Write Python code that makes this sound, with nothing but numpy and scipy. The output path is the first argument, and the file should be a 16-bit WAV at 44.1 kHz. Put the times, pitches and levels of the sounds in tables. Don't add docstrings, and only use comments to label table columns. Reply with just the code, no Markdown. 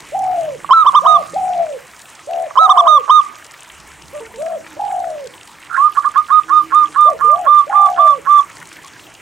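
import sys
import numpy as np
from scipy import signal
from scipy.fft import rfft, irfft, next_fast_len
from scipy.io import wavfile
from scipy.ndimage import uniform_filter1d, minimum_filter1d

SR = 44100
rng = np.random.default_rng(int(sys.argv[2]) if len(sys.argv) > 2 else 0)


def materialize(psi):
    bounded = np.clip(np.atleast_2d(psi).T, -1, 1)
    quanta = np.round(bounded * 32767).astype(np.int16)
    wavfile.write(sys.argv[1], SR, quanta)


N = 406161
TIME = np.arange(N) / SR
CUTOFF_HZ = 15800


def from_db(db):
    return 10 ** (np.asarray(db) / 20)


def rms_one(x):
    return x / np.sqrt(np.mean(x ** 2) + 1e-20)


def at_hz(points, hz):
    table_hz, values = np.transpose(points)
    return np.interp(np.log(hz), np.log(table_hz), values)


def band(x, low_hz, high_hz):
    sos = signal.butter(2, [low_hz, min(high_hz, .49 * SR)], "band", fs=SR, output="sos")
    return signal.sosfilt(sos, x + 1e-18)


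def drift(rate, size):
    steps = np.arange(size) * rate / SR
    count = int(steps[-1]) + 2
    return np.interp(steps, np.arange(count), rng.standard_normal(count))


def ring(clicks, hz, t60):
    radius = np.exp(-np.log(1000) / (t60 * SR))
    turn = 2 * np.pi * hz / SR
    return signal.lfilter([0, np.sin(turn)], [1, -2 * radius * np.cos(turn), radius ** 2], clicks + 1e-18)


def gate(t, start, end, attack, release):
    opening = (1 + np.tanh((t - start) / attack)) / 2
    closing = (1 + np.tanh((end - t) / release)) / 2
    return opening * closing


def around(start, end):
    return slice(max(int((start - .03) * SR), 0), min(int((end + .04) * SR), N))


def turning(hz):
    return 2 * np.pi * np.cumsum(hz) / SR


def placed(x, left_db):
    return np.array([x * from_db(left_db), x])


def left_colour(points, hz):
    table_hz, left_db, lead = np.transpose(points)
    return np.interp(hz, table_hz, left_db), np.interp(hz, table_hz, lead)


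def staccato(notes, left, overtones, onset_hz, onset_db, droop, scoop, hang, attack, release, waver,
             flutter_db, second_db=-45):
    out = np.zeros((2, N))
    for start, end, rise, top_hz, sag, body_db, edge_db in notes:
        span = around(start, end)
        t = TIME[span]
        up = np.clip((t - start) / rise, 0, 1)
        along = np.clip((t - start - rise) / max(end - start - rise, .002), 0, 1)
        bend = scoop + hang * (rise / .02) ** 2
        climb = .3 * up + .7 * np.sin(np.pi / 2 * up ** bend) ** 2
        hz = onset_hz + (top_hz - onset_hz) * climb
        hz = hz - top_hz * (sag * np.minimum(2 * along, 1) + droop * along ** 6.1)
        hz = hz * (1 + waver * drift(300, len(t)))
        phase = turning(hz)
        level_db = onset_db + (body_db - onset_db) * up ** 4 + flutter_db * drift(64.4, len(t))
        level = from_db(level_db) * gate(t, start, end, attack, release)

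        harmonics = sum(from_db(db) * np.sin(round(k) * phase) for k, db in overtones)
        edge = from_db(edge_db) * level ** 3 * harmonics * from_db(2.5 * drift(71, len(t)))
        edge = edge + from_db(second_db) * level * np.sin(2 * phase)
        left_db, lead = left_colour(left, hz)
        tone = level * np.array([from_db(left_db) * np.sin(phase + lead), np.sin(phase)])
        out[:, span] += tone + placed(edge, -17.0)
    return out


def rattle(notes, period, first_db, fade_db, count):
    clicks = np.zeros(N)
    for note in notes:
        back = np.arange(count) + .55 + rng.normal(0, .12, count)
        where = ((note[0] - back * period) * SR).astype(int)
        clicks[where] = from_db(first_db - fade_db * back + rng.normal(0, 1, count))
    return clicks


def phrases(edge_follows=0.83):
    # start and end in seconds, rise in seconds, top in Hz,
    # sag as a share of the top pitch, relative level in dB.
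    note_rows = [(0.708, 0.838, 0.029, 1343, .03, -2), (.863, 0.897, 0.013, 1214, 0.041, 1.5),
                 (.949, .992, .015, 1233, .03, 1.5), (1.06, 1.174, .014, 1263, 0.0205, 0),
                 (2.573, 2.671, .021, 1279, -0.017, -1.1), (2.693, 2.726, .012, 1230, 0.033, 2.5),
                 (2.774, 2.811, .013, 1222, .045, 2.5), (2.869, 2.984, .013, 1249, .026, 1.2),
                 (3.097, 3.205, .015, 1225, -0.01, 0.75)]
    # time in seconds, relative level in dB.
    pop_rows = [(.645, -13.5), (2.509, -18)]
    # pitch in Hz, left level in dB, left lead in radians.
    left_side = [(1010, -3.5, .2), (1170, -5.5, .05), (1230, -9, .65), (1255, -10.5, 1.2),
                 (1300, -3.5, 1.1), (1326, -2, .35)]
    # multiple of the pitch, relative level in dB.
    overtone_rows = [(3, -22), (5, -36), (7, -45.5)]
    # delay in seconds, level in dB.
    echo_rows = [(0.038, -31.5), (.062, -28), (.085, -27)]

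    clicks = rattle(note_rows, period=0.0049, first_db=-4, fade_db=2.5, count=4)
    for s, db in pop_rows:
        clicks[int(s * SR)] += from_db(db + 1.5)
    throat = ring(clicks, 1134, 0.032) + .5 * ring(clicks, 1150, 0.011)
    throat = band(band(throat, 577, 1650), 230, 1700)
    rows = [(*timing_and_pitch, db, edge_follows * min(db, 0)) for *timing_and_pitch, db in note_rows]
    notes = staccato(rows, left_side, overtone_rows, onset_hz=1004.5, onset_db=2.5, droop=.11, scoop=0.87,
                     hang=1.7, attack=0.0016, release=0.0041, waver=0.0035, flutter_db=0.88)
    close = from_db(-0.7) * notes + placed(throat, -10.5)
    dull = band(close, 500, 2000)
    tail = from_db(-18) * porch(dull, t60=0.37, build_s=0.02)
    return close + cage(dull) + echoed(dull, echo_rows) + tail


def long_run(sag=-.003):
    # start and end in seconds, rise in seconds, top in Hz,
    # relative level in dB, relative level of the hard edge in dB.
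    note_rows = [(5.778, 5.884, 0.08, 1219, -1.5, -12), (5.972, 5.992, 0.015, 1183, -1.5, -9),
                 (6.05, 6.08, 0.018, 1210, -2.5, 5), (6.161, 6.214, 0.024, 1222, -2, 3),
                 (6.305, 6.4, 0.027, 1241, -1, 2.5), (6.503, 6.615, .03, 1223, 0, 1.5),
                 (6.726, 6.847, 0.032, 1216, 0.5, -1), (6.963, 7.096, .021, 1203, -.5, -1.5),
                 (7.212, 7.354, .02, 1200, -3.2, -7), (7.467, 7.618, 0.025, 1191, -0.7, 0),
                 (7.73, 7.876, 0.026, 1185, -1.1, 1), (7.983, 8.135, 0.021, 1177, 0.4, 1.5),
                 (8.272, 8.403, 0.027, 1176, 0.1, 0)]
    # pitch in Hz, left level in dB, left lead in radians.
    left_side = [(1080, -9.5, 0.00073), (1180, -9, 0), (1230, -10, 0)]
    # multiple of the pitch, relative level in dB.
    overtone_rows = [(3, -34), (5, -55)]
    # delay in seconds, level in dB.
    echo_rows = [(0.0099, -21), (.021, -14), (.045, -25.5)]

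    clicks = rattle(note_rows, period=.006, first_db=-5, fade_db=4.0, count=4)
    throat = ring(clicks, 1418, 0.015) + 0.55 * ring(clicks, 1670, 0.025)
    throat = band(band(throat, 640, 1520), 900, 2100)
    rows = [(start, end, rise, hz, sag, db, edge_db) for start, end, rise, hz, db, edge_db in note_rows]
    notes = staccato(rows, left_side, overtone_rows, onset_hz=1062, onset_db=-4, droop=.045, scoop=0.77,
                     hang=0, attack=0.0051, release=0.004, waver=0.0023, flutter_db=1.8)
    close = from_db(-0.5) * notes + placed(throat + squeak(), -12.0)
    dull = band(close, 500, 2080)
    return close + echoed(dull, echo_rows) + from_db(-23.0) * porch(dull, t60=0.15, build_s=0.024)


def squeak(flap=0.62, jitter=0.0798):
    start_s, peak_s, end_s = 5.70, 5.756, 5.777
    base_hz, flick_hz_per_s = 1390, 21500
    peak_db, swell_db_per_s, fade_db_per_s = -8.5, 250, 550
    before = np.maximum(peak_s - TIME, 0)
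    after = np.clip(TIME - peak_s, 0, end_s - peak_s)
    level = from_db(peak_db - swell_db_per_s * before - fade_db_per_s * after)
    level = level * gate(TIME, start_s, end_s, .002, .002) * (1 + flap * drift(450, N))
    hz = (base_hz + flick_hz_per_s * after) * (1 + jitter * drift(700, N))
    return level * np.sin(turning(hz))


def coo(start, end, pitch, db, rate, depth, uneven, second_db, lead_s=0.02397):
    dip, chirp, jitter = .18, 0.045, 0.021
    smoothing, rough = .25, .13
    trill_from_hz, trill_full_hz = 555, 690
    t = TIME[around(start, end)]
    along = np.clip((t - start) / (end - start), 0, 1)
    high_enough = np.clip((pitch - trill_from_hz) / (trill_full_hz - trill_from_hz), .12, 1)
    chop = np.clip(depth * (1 - smoothing * along ** 2), 0, 1) * high_enough
    beat = turning(rate * (t > start + lead_s) * (1 + uneven * drift(60, len(t))))
    closed = (.5 + .5 * np.cos(beat)) ** (1.4 + 9 * uneven)
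    slip = chop * (dip * (closed - .15) + chirp * chop ** 2 * np.sin(beat))
    phase = turning(pitch * (1 - (slip + jitter * drift(250, len(t)))))
    level = from_db(db + 1.5 * drift(30.1, len(t))) * (1 - chop * closed) * (1 + rough * drift(220, len(t)))
    voice = np.sin(phase) + from_db(second_db) * np.sin(2 * phase)
    return np.sqrt(2) * level * gate(t, start, end, 0.001, 0.0038) * voice


def long_coos(quicken=1.8, second_db=-39):
    # start and end in seconds, top in Hz, lateness of the fall as an exponent,
    # level in dB before fading, trill beats per second at first, trill depth 0-1, unevenness of the trill.
    rows = [(0.121, .562, 776, 2.35, -16, 55, 0.48, 0.33), (1.335, 1.776, 759, 2.5, -17, 41, 0.54, 0.34),
            (2.588, 3.014, 755, 2.6, -16.5, 57, 0.58, .22),
            (4.767, 5.273, 815, 1.75, -18.4, 46.3, 0.89, 0.029),
            (7.669, 8.195, 810, 2.33, -17.3, 52, .85, 0.042)]
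    scoop, scoop_s, drop, drop_s = .3, .018, .14, .012
    end_hz = 500
    knee_hz, fade_db_per_hz = 735, .02
    break_hz, break_width_hz, tail_db = 635, 18, -7.5
    out = np.zeros(N)
    for start, end, top_hz, lateness, db, rate, depth, uneven in rows:
        span = around(start, end)
        t = np.clip(TIME[span], start, end)
        along = (t - start) / (end - start)
        pitch = top_hz + (end_hz - top_hz) * along ** lateness
        pitch = pitch * (1 - scoop * np.exp(-((t - start) / scoop_s) ** 2))
        pitch = pitch * (1 - drop * np.exp((t - end) / drop_s))
        level_db = db - fade_db_per_hz * np.maximum(knee_hz - pitch, 0)
        level_db = level_db + tail_db * (1 + np.tanh((break_hz - pitch) / break_width_hz)) / 2
        quickening = rate * (1 + quicken * along ** 3)
        out[span] += coo(start, end, pitch, level_db, quickening, depth, uneven, second_db)
    return out


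def short_coos(uneven=0.093):
    # start and end in seconds, top in Hz, place of the top 0-1, flatness as an
    # exponent, level at the top in dB, trill beats per second, trill depth 0-1, second harmonic in dB.
    arch_rows = [(1.019, 1.224, 706, .48, 7, -18, 79, .85, -43),
                 (2.272, 2.48, 697, .45, 6.7, -19.5, 73, .9, -44),
                 (4.128, 4.212, 605, .45, 2.6, -27.5, 60, .2, -13.5),
                 (4.377, 4.583, 677, .6, 3.13, -19.5, 62, .55, -28.5),
                 (7.051, 7.139, 677, .5, 2.2, -17, 70, 0.84, -30.5),
                 (7.275, 7.49, 744.6, .64, 1.8, -18.5, 79, .55, -41)]
    # start and end in seconds, level in dB.
    grunt_rows = [(4.205, 4.238, -32), (4.24, 4.28, -40.5), (4.34, 4.385, -35.5), (7.135, 7.163, -33),
                  (7.243, 7.285, -33.5)]
    foot_hz, foot_db = 490, -13
    grunt_hz, grunt_second_db = 454.3, -9.5
    out = np.zeros(N)
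    for start, end, top_hz, top_at, flatness, db, rate, depth, second_db in arch_rows:
        span = around(start, end)
        along = (TIME[span] - start) / (end - start)
        off_top = np.interp(along, [0, np.clip(top_at, .1, .9), 1], [1, 0, 1]) ** flatness
        pitch = top_hz + (foot_hz - top_hz) * off_top
        level_db = db + foot_db * off_top
        out[span] += coo(start, end, pitch, level_db, rate, depth, uneven, second_db, lead_s=.014)
    for start, end, db in grunt_rows:
        out[around(start, end)] += coo(start, end, grunt_hz, db, 0, 0, 0, grunt_second_db)
    return out


def cooing(porch_db=-10):
    # pitch in Hz, left minus right in dB, left lead over right in radians.
    left_side = [(480, -1.5, .3), (560, -3.5, 1), (590, -1, 1.1), (655, 5, .6), (720, 1.5, .3),
                 (800, -1.5, .3)]
    # delay in seconds, level in dB.
    echo_rows = [(.088, -24.5)]
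    size = next_fast_len(N)
    left_db, lead = left_colour(left_side, np.arange(size // 2 + 1) * SR / size)
    half = from_db(left_db / 2) * np.exp(1j * lead / 2)
    spectrum = rfft(long_coos() + short_coos(), size)
    coos = irfft(spectrum * np.array([half, 1 / half]), size)[:, :N]
    tail = from_db(porch_db) * porch(coos, t60=0.2, build_s=0.024)
    return coos + echoed(coos, echo_rows) + tail


def cage(x):
    hz, t60, peak_db = 1235, .6, -15.5
    unit_peak = 2 * np.log(1000) / (t60 * SR)
    return from_db(peak_db) * unit_peak * ring(x, hz, t60)


def echoed(x, echoes):
    out = np.zeros((2, N))
    for delay, db in echoes:
        for side in range(2):
            heard_from = TIME - delay + 3e-5 * drift(1.967, N)
            out[side] += from_db(db) * np.interp(heard_from, TIME, x[side])
    return out


def porch(x, t60, build_s):
    t = TIME[:SR]
    tail = rng.standard_normal((2, SR)) * np.exp(-np.log(1000) * t / t60) * (1 - np.exp(-t / build_s))
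    tail = tail / np.sqrt(np.sum(tail ** 2) / 2)
    return signal.fftconvolve(x, tail, axes=1)[:, :N]


def hums(fade_s=0.037):
    # start and end in seconds, pitch in Hz, width in Hz,
    # relative level in dB.
    rows = [(.15, .72, 153.6, 29, -50.5), (.9, 1.623, 177, 16, -50), (3.721, 4.4, 68.2, 63, -56.5),
            (4.3, 4.617, 207, 10, -52), (4.679, 4.8, 319, 28, -47), (6.425, 6.88, 322, 11.4, -45),
            (6.789, 6.968, 299.6, 14, -48), (7.149, 7.424, 75, 81, -52.5), (8.1, 8.3, 166, 26, -54),
            (8.497, 9.1, 310, 37, -58.5)]
    out = np.zeros(N)
    for start, end, hz, width_hz, db in rows:
        span = around(start - 2 * fade_s, end + 2 * fade_s)
        t = TIME[span]
        wander = width_hz / 3 * drift(2 * width_hz, len(t))
        level = from_db(db + 3 * drift(25, len(t))) * gate(t, start, end, fade_s, fade_s)
        out[span] += level * np.sin(turning(hz + wander))
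    return placed(out * from_db(5.5), -5.0)


def ticks(decay_s=0.0034, swell_s=0.0014):
    # time in seconds, relative level in dB.
    rows = [(0.385, -30), (0.9199, -25), (2.6335, -23), (3.232, -28), (3.4456, -25), (5.475, -24),
            (5.7424, -27.5), (6.0592, -25), (7.59, -22), (7.8596, -20), (8.655, -26), (8.7286, -22),
            (8.8738, -25), (9.1007, -30.5)]
    out = np.zeros(N)
    for s, db in rows:
        span = around(s, s)
        t = np.maximum(TIME[span] - s + swell_s, 0)
        shape = np.exp(-t / decay_s) * (1 - np.exp(-t / swell_s))
        out[span] += from_db(db - 1) * shape * rng.standard_normal(len(t))
    return placed(band(band(out, 1500, 9000), 800, 11000), -1)


def scattered(per_s, spread_db, grain_s):
    sizes = from_db(spread_db * np.minimum(rng.exponential(1, N), 2.5))
    births = (rng.random(N) < per_s / SR) * sizes
    return signal.fftconvolve(births, np.hanning(int(grain_s * SR)), "same")


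def crackle(per_s=20, spread_db=3.5, grain_s=0.0072, db=-50):
    out = np.zeros((2, N))
    for low, high, tilt_db in [(1350, 2340, 8.5), (2470, 3470, 5), (3650, 7800, 4),
                               (6240, 9500, 3), (9200, 14000, -7)]:
        noise = rms_one(band(rng.standard_normal(N), low, high))
        rustle = scattered(per_s, spread_db, grain_s) * noise
        out += from_db(db + tilt_db) * placed(rustle, -1 + 4 * drift(15, N))
    return out


def blips(per_s=7.0, length_s=0.021, spread_db=3.5, db=-51, fade_s=.15, count=6):
    # start and end in seconds, lift over the usual in dB.
    flurry_rows = [(4.0, 5.0, 6), (8.5, 8.98, 10)]
    out = np.zeros(N)
    for hz in np.geomspace(1000, 2100, count):
        tone = np.sin(turning(hz * (1 + .06 * drift(160, N))))
        out += scattered(per_s, spread_db, length_s) * tone
    flurry_db = sum(lift_db * gate(TIME, start, end, fade_s, fade_s) for start, end, lift_db in flurry_rows)
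    return placed(from_db(db + flurry_db) * out, -.5)


def air(follow=0.81, low_db=2.0, total_db=-41.5, patchy_db=3.0):
    # frequency in Hz, relative level in dB per Hz.
    colour = [(18, -47.5), (30, -12), (59, -7), (144, -3.5), (232, -9), (301, -0.5), (401, -7), (595, -5.5),
              (978, -1), (1880, -5.5), (2150, -3), (4350, -15.5), (8170, -11.5), (12400, -33),
              (15700, -12.5)]
    # frequency in Hz, correlation 0-1.
    likeness = [(60, 0.76), (240, 0.69), (950, 1), (3770, 1), (15000, .95)]
    # frequency in Hz, left minus right in dB.
    lean_rows = [(60, -5), (170, -5.5), (400, -1.5), (8000, 0)]
    # time in seconds, relative level in dB.
    rumble_rows = [(0.0, -51), (0.49, -48), (0.79, -56), (1.36, -47.5), (1.74, -56), (2.2, -59.5),
                   (2.77, -56), (3.67, -60.5), (3.95, -55), (5.23, -52.5), (5.64, -59), (7.31, -51),
                   (7.41, -53), (9.21, -55.5)]
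    # time in seconds, relative level in dB.
    hiss_rows = [(0.0, -49.5), (0.77, -51), (1.08, -47), (1.79, -51), (5.57, -52), (8.69, -50), (9.21, -52)]
    edges = np.geomspace(25, CUTOFF_HZ, num=25)
    white = rng.standard_normal((2, 2, N))
    out = np.zeros((2, N))
    for k, (low, high) in enumerate(zip(edges, edges[1:])):
        hz = np.sqrt(low * high)
        mid, side = band(white[k % 2], low, high)
        alike = np.clip(at_hz(likeness, hz), 0, 1)
        s, level_db = np.transpose(rumble_rows if hz < 500 else hiss_rows)
        swell = follow * (level_db - np.mean(level_db)) + (low_db if hz < 500 else 0)
        gain = from_db(at_hz(colour, hz) + np.interp(TIME, s, swell) + patchy_db * drift(20, N))
        lean = from_db(np.array([[1], [-1]]) * at_hz(lean_rows, hz) / 2)
        wide = np.sqrt(1 + alike) * mid + np.sqrt(1 - alike) * np.array([side, -side])
        out += gain * lean * wide
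    return from_db(total_db) * rms_one(out)


def scene():
    birds = phrases() + long_run() + cooing()
    return birds + hums() + ticks() + crackle() + blips() + air()


def record(dry):
    room_left = np.minimum(1, .985 / (np.abs(dry) + 1e-9))
    gain = uniform_filter1d(minimum_filter1d(room_left, size=221, axis=1), size=221, axis=1)
    top_cut = signal.ellip(10, .1, 80, CUTOFF_HZ, fs=SR, output="sos")
    return signal.sosfilt(top_cut, dry * gain)


dry = scene()
out = record(dry)
materialize(out)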